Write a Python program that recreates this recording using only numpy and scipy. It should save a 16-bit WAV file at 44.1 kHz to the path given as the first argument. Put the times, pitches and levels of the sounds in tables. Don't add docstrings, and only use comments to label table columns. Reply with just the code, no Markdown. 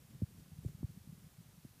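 import sys
import numpy as np
from scipy import signal
from scipy.fft import rfft, irfft, next_fast_len
from scipy.io import wavfile

SR = 44100
rng = np.random.default_rng(int(sys.argv[2]) if len(sys.argv) > 2 else 0)


def wrap_up_sound(samples):
    columns = np.atleast_2d(samples).T
    tamed = np.clip(columns, -1, 1)
    steps = np.round(tamed * 32767).astype(np.int16)
    wavfile.write(sys.argv[1], SR, steps)


N = 79380
TIME_S = np.arange(N) / SR


def amp(db):
    return 10 ** (np.asarray(db) / 20)


def rms_one(x):
    return x / np.sqrt(np.mean(x ** 2) + 1e-20)


def dip(cycles, spread_cycles):
    envelope = np.exp(-.5 * (cycles / spread_cycles) ** 2)
    return -np.cos(2 * np.pi * cycles) * envelope


# (time of dip [s], level [dB], pitch at dip [Hz], rise spread [cycles], fade spread [cycles],
#          snap lead [s], snap level [dB], snap pitch [Hz], snap spread [cycles])
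KNOCK_TABLE = [(0.2239, -27.5, 194, 0.5, 0.89, 0.0043, -45, 470, .6),
               (0.6508, -38, 244, 0.28, 0.3, 0.0014, -51, 480, 0.4),
               (0.8326, -32.5, 206, .4, 0.39, 0.00162, -48.5, 570, 0.25),
               (1.6524, -42.5, 203, 0.47, 0.74, 0.0021, -57, 454, 0.34)]
KNOCK_FALL_S = .016


def knocks():
    out = np.zeros(N)
    for s, db, hz, rise, fade, lead_s, snap_db, snap_hz, snap_spread in KNOCK_TABLE:
        age = np.clip((TIME_S - s) / KNOCK_FALL_S, -9, 9)
        cycles = hz * KNOCK_FALL_S * (1 - np.exp(-age))
        spread = np.where(TIME_S < s, rise, fade)
        late_fade = np.exp(-np.maximum(age, 0) ** 2)
        out += amp(db) * dip(cycles, spread) * late_fade
        snap_cycles = snap_hz * (TIME_S - s + lead_s)
        out -= amp(snap_db) * dip(snap_cycles, snap_spread)
    return out


# (time of dip [s], level [dB], pitch [Hz], fade spread [cycles])
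THUD_TABLE = [(.0520, -52, 141, 0.63), (0.1142, -55, 121, 0.46), (0.1528, -45.5, 128, 0.62),
              (.2340, -26, 111.5, 0.63), (.2930, -56, 171, .5), (.3290, -54.5, 153, 0.88),
              (.3590, -54, 168, 1.34), (0.401, -53, 140, 0.64), (0.428, -52, 148, 1.1),
              (0.485, -52.5, 150, .5), (0.521, -44.5, 153, 0.55), (0.533, -43.5, 121, 0.46),
              (0.57, -50.5, 152, 0.62), (0.5891, -38.5, 133, 0.49), (0.6632, -28.5, 111, 0.49),
              (0.6812, -46.5, 111, 0.32), (.6960, -44.5, 145, 1.07), (.7520, -44, 146, 0.62),
              (.8110, -44, 149, 0.4), (.8460, -29.5, 109.4, 0.46), (0.8965, -47.5, 150, .8),
              (.9045, -49.5, 98, 0.77), (.9440, -58.5, 157, 1.1), (0.9766, -43.5, 157, 0.56),
              (1.013, -55, 100, .6), (1.076, -43, 171, 0.38), (1.097, -42, 144, 0.83),
              (1.13, -42, 170, 0.62), (1.182, -53.5, 170, 0.64), (1.2235, -55, 162, 0.63),
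              (1.2450, -57.5, 196, 0.64), (1.2660, -56.5, 158, 1), (1.3890, -48, 146, 0.72),
              (1.4067, -48, 154, 0.58), (1.4628, -54, 151, 0.74), (1.4780, -59.5, 151, 0.77),
              (1.5827, -52, 172, 0.79), (1.711, -58, 110, 0.52)]
THUD_RISE_SHARE = 0.83


def thuds():
    out = np.zeros(N)
    for s, db, hz, fade in THUD_TABLE:
        spread = fade * np.where(TIME_S < s, THUD_RISE_SHARE, 1)
        out += amp(db) * dip(hz * (TIME_S - s), spread)
    return out


# (time [s], level [dB], pitch [Hz])
TICK_TABLE = [(.4601, -57, 1100), (.6867, -55, 1500)]
TICK_SPREAD_CYCLES = .25


def ticks():
    out = np.zeros(N)
    for s, db, hz in TICK_TABLE:
        out += amp(db) * dip(hz * (TIME_S - s), TICK_SPREAD_CYCLES)
    return out


BLIP_S, BLIP_DB, BLIP_HALF_S = .66175, -59, .00105
BLIP_LOW_HZ, BLIP_TOP_HZ = 7100, 15500


def treble_blip():
    u = np.clip((TIME_S - BLIP_S) / BLIP_HALF_S, -2, 2)
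    sweep_hz = BLIP_TOP_HZ - BLIP_LOW_HZ
    cycles = BLIP_HALF_S * (BLIP_LOW_HZ * u + sweep_hz * u ** 3 / 3)
    return amp(BLIP_DB) * np.sin(2 * np.pi * cycles) * np.exp(-u ** 10)


def coloured(spectrum):
    hz, db = np.transpose(spectrum)
    size = next_fast_len(N)
    f = np.maximum(np.arange(size // 2 + 1) * SR / size, 1)
    gain = amp(np.interp(np.log(f), np.log(hz), db))
    white = rng.standard_normal(size)
    return rms_one(irfft(rfft(white) * gain, size)[:N])


def drift(corner_hz):
    r = np.exp(-2 * np.pi * corner_hz / SR)
    white = rng.standard_normal(N + SR)
    return rms_one(signal.lfilter([1], [1, -2 * r, r * r], white)[SR:])


# (time [s], level [dB])
RUMBLE_LEVEL_CURVE = [(0, -62.5), (.25, -57.5), (.5, -61.5), (.75, -58.5), (.95, -59.5), (1.15, -62.5),
                      (1.35, -64), (1.55, -67.5), (1.8, -60)]
# (frequency [Hz], relative density [dB per Hz])
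RUMBLE_SPECTRUM = [(20, -44.5), (40, -12), (80, -4.5), (147, -4.5), (200, -8.5), (328, -20), (500, -30),
                   (900, -42.5)]
LUMP_RMS_DB, LUMP_CORNER_HZ = 4, 13.5


def rumble():
    s, db = np.transpose(RUMBLE_LEVEL_CURVE)
    noise = coloured(RUMBLE_SPECTRUM)
    lumps = amp(LUMP_RMS_DB * drift(LUMP_CORNER_HZ))
    return amp(np.interp(TIME_S, s, db)) * rms_one(noise * lumps)


def scene():
    return (knocks() + thuds() + ticks() + treble_blip() + rumble())[None]


# (frequency [Hz], relative density [dB per Hz])
HISS_SPECTRUM = [(100, 3.5), (500, 4.5), (1000, 2.5), (2300, 0), (7000, -1), (13000, -0.5), (16000, -3.5)]
HISS_RMS_DB = -68
MIC_LOW_CUT_HZ, TOP_CUT_HZ = 31, 15290


def record(dry):
    low_cut = signal.butter(2, MIC_LOW_CUT_HZ, "high", fs=SR, output="sos")
    top_cut = signal.ellip(12, .1, 60, TOP_CUT_HZ, fs=SR, output="sos")
    hiss = amp(HISS_RMS_DB) * coloured(HISS_SPECTRUM)
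    return signal.sosfilt(top_cut, signal.sosfilt(low_cut, dry) + hiss)


dry = scene()
out = record(dry)
wrap_up_sound(out)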